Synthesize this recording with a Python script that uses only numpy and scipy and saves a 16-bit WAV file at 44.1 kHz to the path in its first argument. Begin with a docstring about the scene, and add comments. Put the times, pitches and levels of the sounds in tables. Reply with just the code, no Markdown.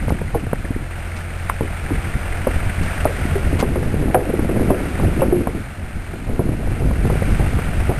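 """A four-cylinder diesel bus crawls over a plank bridge, heard from a pocket camera at its open window.
Each firing booms from the exhaust and clatters from the block, over an even roar and one ticking valve.
Below, the tyres rumble on the deck; hollow knocks, dry scuffs and one squeak come through. Up close,
gusts buffet the one microphone. The camera ducks on loud peaks, samples at a quarter rate and holds
each value, which adds a fizzy top."""
import sys
import numpy as np
from scipy import signal
from scipy.fft import rfft, irfft
from scipy.io import wavfile
from scipy.ndimage import uniform_filter1d

SR = 44100
rng = np.random.default_rng(int(sys.argv[2]) if len(sys.argv) > 2 else 0)


def output_pcm(signal):
    """Save a mono or channel-first signal as 16-bit PCM at the path in sys.argv[1].

    Samples are clipped to [-1, 1] before scaling.
    """
    pcm = np.clip(np.atleast_2d(signal).T, -1, 1) * 32767
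    wavfile.write(sys.argv[1], SR, np.round(pcm).astype(np.int16))


N = 352359
TIME = np.arange(N) / SR

# Levels in the tables are relative; each source adds its own gain.
# the camera turns from the road ahead to the side, away from the engine: t/s, level/dB
CAMERA_FACING = [(0, -4), (1.4, -4), (3.1, -4), (3.7, -6.5), (5.5, -7.5), (6.3, -12.5), (8, -6)]
# resonances of the squeaking metal: f/Hz, width/Hz, level/dB
SQUEAK_MODES = [(1010, 140, 0), (2100, 55, 2), (2700, 67, -5), (3290, 240, -12), (4830, 60, -10)]
# dry clicks and scuffs: t/s, level/dB, half-width/s
SCUFF_EVENTS = [(0.096, -30.5, .005), (1.176, -34, 0.024), (1.496, -21.5, 0.0012), (2.834, -27, 0.0073),
                (3.047, -23, 0.0017), (3.607, -18.5, 0.0099), (4.145, -20, .0025)]
# hollow knocks: t/s, level/dB, f/Hz, t60/s, low body against the knock/dB
KNOCK_EVENTS = [(0.347, -8.5, 480, 0.072, -12), (1.498, -8, 1104, 0.019, -31),
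                (1.609, -14, 480, 0.025, -0.5), (1.905, -15, 420, 0.028, -0.5),
                (2.47, -9.5, 530, 0.04, -5.5), (3.054, -5.5, 608, .028, -6.5), (3.355, -14, 403, 0.14, -34),
                (3.528, -14, 300, 0.026, -23), (3.627, -8.5, 523, 0.032, -2),
                (3.758, -16.5, 543, 0.076, -0.5), (4.1457, -5, 760, 0.063, -2),
                (4.337, -14, 369.5, 0.085, -14), (4.7038, -8, 587, 0.043, 0), (5.219, -6, 553, .07, -6.5),
                (5.325, -11, 360.6, 0.39, -38), (6.135, -23.5, 347, 0.055, -2)]
# airflow on the microphone: t/s, slow buffeting/dB, fast turbulence/dB
AIRFLOW = [(0, -19, -29), (.7, -31.5, -40), (.85, -33, -42), (1.5, -30, -43.5), (2.1, -25, -35.5),
           (2.95, -25, -35.5), (3.6, -20, -24), (3.9, -22.5, -24.5), (4.25, -23.5, -17), (4.8, -25, -22),
           (4.95, -24, -24.5), (5.15, -20.5, -19), (5.5, -24, -21), (5.66, -31.5, -38.5),
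           (6.24, -31.5, -38), (6.35, -21, -22), (7.35, -17, -25.5), (7.75, -21.5, -29.5)]
# spectrum of the buffeting: f/Hz, level/dB
BUFFET_SPECTRUM = [(8, 4), (20, -14), (35, 4), (60, 1), (100, -2.5), (150, -7), (250, -15.5), (500, -49.5)]
# puffs of air that hit the microphone: t/s, level/dB, f/Hz, flutter t60/s
PUFF_EVENTS = [(0.082, -14, 507, 0.067), (0.105, -8, 460, 0.025), (0.122, -7, 270, 0.032),
               (0.216, -15.5, 395, 0.034), (0.436, -15, 241, 0.023), (0.468, -15.5, 238, .03),
               (0.5317, -5, 476, 0.017), (0.645, -14.5, 190, 0.057), (0.706, -10.5, 231, .08),
               (0.763, -14.5, 230, 0.013), (2.152, -12, 108.2, .06), (2.811, -9.5, 146, .04),
               (3.253, -11.5, 214, 0.031), (3.942, -8, 215, 0.023), (4.057, -8, 231, 0.03),
               (4.496, -17, 470, 0.0079), (4.574, -10, 259, 0.024), (4.999, -12, 530, 0.027),
               (5.472, -8, 480, 0.034), (6.297, -12, 200, 0.052), (6.394, -5, 286, 0.08),
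               (6.490, -10, 259, 0.063), (6.821, -14, 340, 0.07), (6.91, -12, 450, 0.024),
               (7.053, -11, 356, 0.028), (7.100, -9, 435, .07), (7.156, -12, 382, 0.028),
               (7.221, -9.5, 340, 0.047), (7.397, -10, 360, 0.23), (7.589, -12, 401.6, 0.041),
               (7.894, -5, 340, 0.21)]
# firing rate of the engine: t/s, f/Hz
FIRING_RATE = [(0, 43.42), (1, 42.71), (2, 43.34), (3, 42.58), (3.5, 42.27), (4, 42.3), (5, 43.22),
               (5.5, 44.41), (6, 44.43), (6.5, 43.7), (7, 43.4), (7.5, 43.94)]
# engine loudness at the window: t/s, level/dB
ENGINE_LEVEL = [(0.0, -38.5), (0.58, -40), (2.94, -32), (3.45, -34), (3.67, -36), (4.27, -37),
                (5.03, -33.5), (5.7, -41), (6.41, -40.5), (6.94, -38), (7.17, -33.5), (7.99, -34.5)]
# exhaust boom: multiple of the firing rate, level/dB
BOOM_HARMONICS = [(1, -3), (2, 0.5), (3, -21.5), (4, -27), (5, -16), (7, -22.5), (8, -18)]
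# clatter of each cylinder in firing order: level/dB
CYLINDER_LEVELS = [-0.44, 2.3, 0.41, 0.36]
# spectrum of the block's clatter: f/Hz, level/dB
CLATTER_SPECTRUM = [(250, 3), (700, 17), (1050, 8), (1400, 11.5), (1800, 10.5), (2300, 7), (2700, 11.5),
                    (3300, -2.5), (4200, -16), (5400, -7.5)]
# spectrum of the even engine and fan roar: f/Hz, level/dB
ROAR_SPECTRUM = [(120, -10), (220, -7), (330, 2.5), (500, 5.5), (750, 6.5), (1050, -0.5), (1400, 8),
                 (1800, 3.5), (2300, 5), (2700, -4), (3300, -6.5), (4200, -11), (5400, -10)]
# spectra of the tyre rumble, the scuffs and the valve tick: f/Hz, level/dB
TYRE_SPECTRUM = [(10, -18), (30, -15), (70, 5), (140, 32), (350, -21), (900, -54), (3000, -55)]
SCUFF_SPECTRUM = [(200, 1), (1000, -1), (2200, 0), (3500, -9.5), (5400, -8)]
TICK_SPECTRUM = [(900, -25), (1400, -7), (1650, 0), (2100, 0), (2500, -14), (4000, -38)]


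def undb(db):
    """Decibels to gain."""
    return 10 ** (np.asarray(db) / 20)


def unit(x):
    """Scale to rms 1."""
    return x / np.sqrt(np.mean(x ** 2))


def curve(table, column=1):
    """One column of a table, joined by straight lines in time."""
    rows = np.array(table, float)
    return np.interp(TIME, rows[:, 0], rows[:, column])


def colour(x, spectrum):
    """Filter by a spectrum of f/Hz, level/dB; rms 1."""
    hz, db = np.transpose(spectrum)
    bins_hz = np.maximum(np.arange(N // 2 + 1) * SR / N, 1)
    gain = undb(np.interp(np.log(bins_hz), np.log(hz), db))
    return unit(irfft(rfft(x) * gain, N))


def noise():
    """White noise."""
    return rng.standard_normal(N)


def walk(rate_hz):
    """Random levels, each held 1 / rate_hz s, smoothed twice; rms 1."""
    hold = int(SR / rate_hz)
    steps = noise()[np.arange(N) // hold]
    return unit(uniform_filter1d(uniform_filter1d(steps, hold), hold))


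def add(out, s, sound):
    """Mix a short sound in at time s."""
    i = int(np.clip(s * SR, 0, N - 1))
    out[i:i + len(sound)] += sound[:N - i]


def swell(s, half_width_s):
    """A bell-shaped envelope centred on time s."""
    return np.exp(-.5 * ((TIME - s) / half_width_s) ** 2)


def ring(hz, t60, rise_s=0.00094, sag=0):
    """A damped ring; with sag, its pitch falls as it dies; peak 1."""
    t = np.arange(int(t60 * SR) + 8) / SR
    tone = np.sin(2 * np.pi * hz * t * (1 - sag * t / t60))
    y = tone * np.exp(-np.log(1000) * t / t60) * (1 - np.exp(-t / rise_s))
    return y / np.abs(y).max()


def rattle(hz, t60, octaves):
    """A dying burst of noise in a band round hz; peak 1."""
    t = np.arange(min(int(t60 * SR) + 400, SR)) / SR
    burst = rng.standard_normal(SR)[:len(t)] * np.exp(-np.log(1000) * t / t60)
    edges_hz = hz * 2 ** (np.array([-.5, .5]) * octaves)
    y = signal.sosfilt(signal.butter(3, edges_hz, "band", fs=SR, output="sos"), burst)
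    return y / np.abs(y).max()


def tyres(gain_db=-39):
    """Below the window, the tyres drum unevenly on the planks."""
    rumble = colour(noise(), TYRE_SPECTRUM)
    return undb(gain_db + 2 * walk(12) + curve(CAMERA_FACING)) * rumble


def squeak(s=3.603, half_width_s=0.011, gain_db=-26):
    """Metal rubs briefly on metal and sings in a few ragged resonances."""
    tones = sum(undb(db) * walk(2 * width) * np.sin(2 * np.pi * hz * TIME)
                for hz, width, db in SQUEAK_MODES)
    return undb(gain_db) * swell(s, half_width_s) * unit(tones)


def scuffs(grit_db=4):
    """Short dry, gritty clicks and rubbing sounds."""
    envelope = sum(undb(db) * swell(s, half_width_s) for s, db, half_width_s in SCUFF_EVENTS)
    grit = noise() * undb(grit_db * walk(500))
    return envelope * colour(grit, SCUFF_SPECTRUM)


def knocks(sag=0.077, roughness=0.46, after_delay_s=0.00404):
    """Each knock rings hollow in a short rattle; its body adds a thud and a lower, longer after-ring."""
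    rings, rattles = np.zeros(N), np.zeros(N)
    for s, db, hz, t60, body_db in KNOCK_EVENTS:
        add(rings, s, undb(db + 1.5) * ring(hz, t60, rise_s=0.00024, sag=sag))
        rattle_t60 = 0.041 + .5 * min(t60, .12)
        add(rattles, s - .001, undb(db - 3) * rattle(1.23 * hz, rattle_t60, octaves=1.52))
        low_db = db + body_db
        add(rings, s, undb(low_db - 1) * ring(0.475 * hz, t60=0.058))  # thud
        after_s, after_hz, after_t60 = s + after_delay_s, .68 * hz, 2.73 * t60
        add(rings, after_s, undb(low_db - 3.5) * ring(after_hz, after_t60, sag=sag))
        add(rattles, after_s, undb(low_db - 2) * rattle(after_hz, 0.15 + after_t60, octaves=1.13))
    return rings * (1 + roughness * walk(700)) + rattles


def buffeting(gain_db=2):
    """Large slow eddies push on the microphone."""
    return undb(curve(AIRFLOW) + gain_db) * colour(noise(), BUFFET_SPECTRUM)


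def turbulence(count=4000, centre_hz=255, spread_octaves=0.6, cycles=3.65, scatter_db=3):
    """Small eddies break right at the microphone opening as short pops; stronger gusts pop higher."""
    gust_db, pops = curve(AIRFLOW, column=2), np.zeros(N)
    for when, (pitch, size, length, push) in zip(rng.random(count), rng.standard_normal((count, 4))):
        octave = spread_octaves * np.clip(pitch, -2.2, 2) + 0.013 * (gust_db[int(when * N)] + 31)
        hz = centre_hz * 2 ** octave
        t60 = np.clip(cycles * np.exp(0.7 * length) / hz, .002, .07)
        db = scatter_db * np.clip(size, -3, 1.8) - 1.5 * octave  # higher pops are weaker
        add(pops, when * N / SR, np.sign(push) * undb(db) * ring(hz, t60, rise_s=0.00073))
    return undb(gust_db) * unit(pops)


def wind():
    """The airflow keeps breaking off and catching again, so large and small eddies come in bunches."""
    bunches_db = 3.5 * np.tanh(walk(50)) + 3 * np.tanh(walk(26))
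    return unit(undb(bunches_db)) * (buffeting() + turbulence())


def puffs(pop_cycles=4.5, thump_cycles=2.07):
    """Heavy pushes of air on the microphone: a pop, a low thump and a flutter as the eddy breaks up."""
    out = np.zeros(N)
    for s, db, hz, flutter_t60 in PUFF_EVENTS:
        thump_hz = 0.437 * hz
        add(out, s, undb(db - 1) * ring(hz, pop_cycles / hz))
        add(out, s, undb(db) * ring(thump_hz, thump_cycles / thump_hz, rise_s=0.0097))
        add(out, s - .001, undb(db - 5) * rattle(1.17 * hz, flutter_t60, octaves=1.84))
    return out


def valve_tick(firings, gain_db=-0.7):
    """One loose valve ticks once in every four firings, fainter as the camera turns away."""
    age = (firings + .1) % 4  # in firings
    envelope = np.exp(-age / .2) * (1 - np.exp(-age / .08)) * undb(.3 * walk(11))
    return undb(gain_db + 1.5 * curve(CAMERA_FACING)) * colour(noise() * envelope, TICK_SPECTRUM)


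def engine_roar(firings, gain_db=2, repeat_share=0.4):
    """Engine and fan roar evenly; part of the noise comes back alike on every four-stroke cycle."""
    repeating = noise()[(firings % 4 * 4096).astype(int)]
    roar = np.sqrt(repeat_share) * repeating + np.sqrt(1 - repeat_share) * noise()
    return colour(roar, ROAR_SPECTRUM) * undb(gain_db + 0.46 * walk(12))


def block_clatter(firings, gain_db=-2, scatter_db=2):
    """Each firing shakes a burst of noise from the block, every cylinder at its own strength."""
    index, age = firings.astype(int), firings % 1
    strength = undb(np.array(CYLINDER_LEVELS)[index % 4] + scatter_db * noise()[index])
    envelope = strength * np.exp(-age / 0.74) * (1 - np.exp(-age / 0.021))
    return undb(gain_db) * colour(noise() * envelope, CLATTER_SPECTRUM)


def exhaust_boom(firings, gain_db=-6, wobble_db=1.2):
    """The firings push pulses from the exhaust, a boom on harmonics of the firing rate."""
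    boom = sum(undb(db + wobble_db * walk(3.07)) * np.sin(2 * np.pi * (k * firings + rng.random()))
               for k, db in BOOM_HARMONICS)
    return undb(gain_db + curve(CAMERA_FACING)) * unit(boom)


def engine():
    """The diesel as heard at the window: boom, clatter, roar and tick all follow the same firings."""
    firings = np.cumsum(curve(FIRING_RATE)) / SR + 3.87  # running count, starting mid-cycle
    level_db = curve(ENGINE_LEVEL)
    boom = exhaust_boom(firings)
    machinery = block_clatter(firings) + engine_roar(firings) + valve_tick(firings)
    # the boom wraps round the bodywork, so it swells only half as many dB as the clatter
    return undb(level_db) * machinery + undb(.5 * level_db) * boom


def scene():
    """Everything that reaches the one microphone at the open window."""
    return (engine() + tyres() + wind() + puffs() + knocks() + scuffs() + squeak())[None]


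def duck(x, threshold=0.42, attack_s=0.004, release_s=0.11, amount=0.17):
    """The camera turns its gain down just after a loud peak and lets it recover."""
    fall = TIME / release_s
    log_level = np.log(np.abs(x) + 1e-9)
    peak = np.exp(np.maximum.accumulate(log_level + fall, axis=1) - fall)  # decaying peak hold
    cut_db = amount * 20 * np.log10(np.maximum(peak / threshold, 1))
    step = 1 / (attack_s * SR)
    return x * undb(-signal.lfilter([step], [1, step - 1], cut_db))


def record(dry, ceiling=0.8, whine_hz=4134.7, whine_db=-63, hiss_db=-54, hold=4, top_hz=12600):
    """The pocket camera ducks and rounds the peaks, adds its whine and hiss, and holds each sample."""
    x = duck(dry)
    x = x / (1 + (x / ceiling) ** 4) ** (1 / 4)
    whine = undb(whine_db) * unit(np.sin(2 * np.pi * whine_hz * TIME))
    x = x + whine + undb(hiss_db) * noise()
    sampled = signal.resample_poly(x, 1, hold, axis=1)
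    held = np.repeat(sampled, hold, axis=1)[:, :N]  # the steps mirror the sound into the treble
    return signal.sosfilt(signal.ellip(12, .2, 80, top_hz, fs=SR, output="sos"), held)


dry = scene()
out = record(dry)
output_pcm(out)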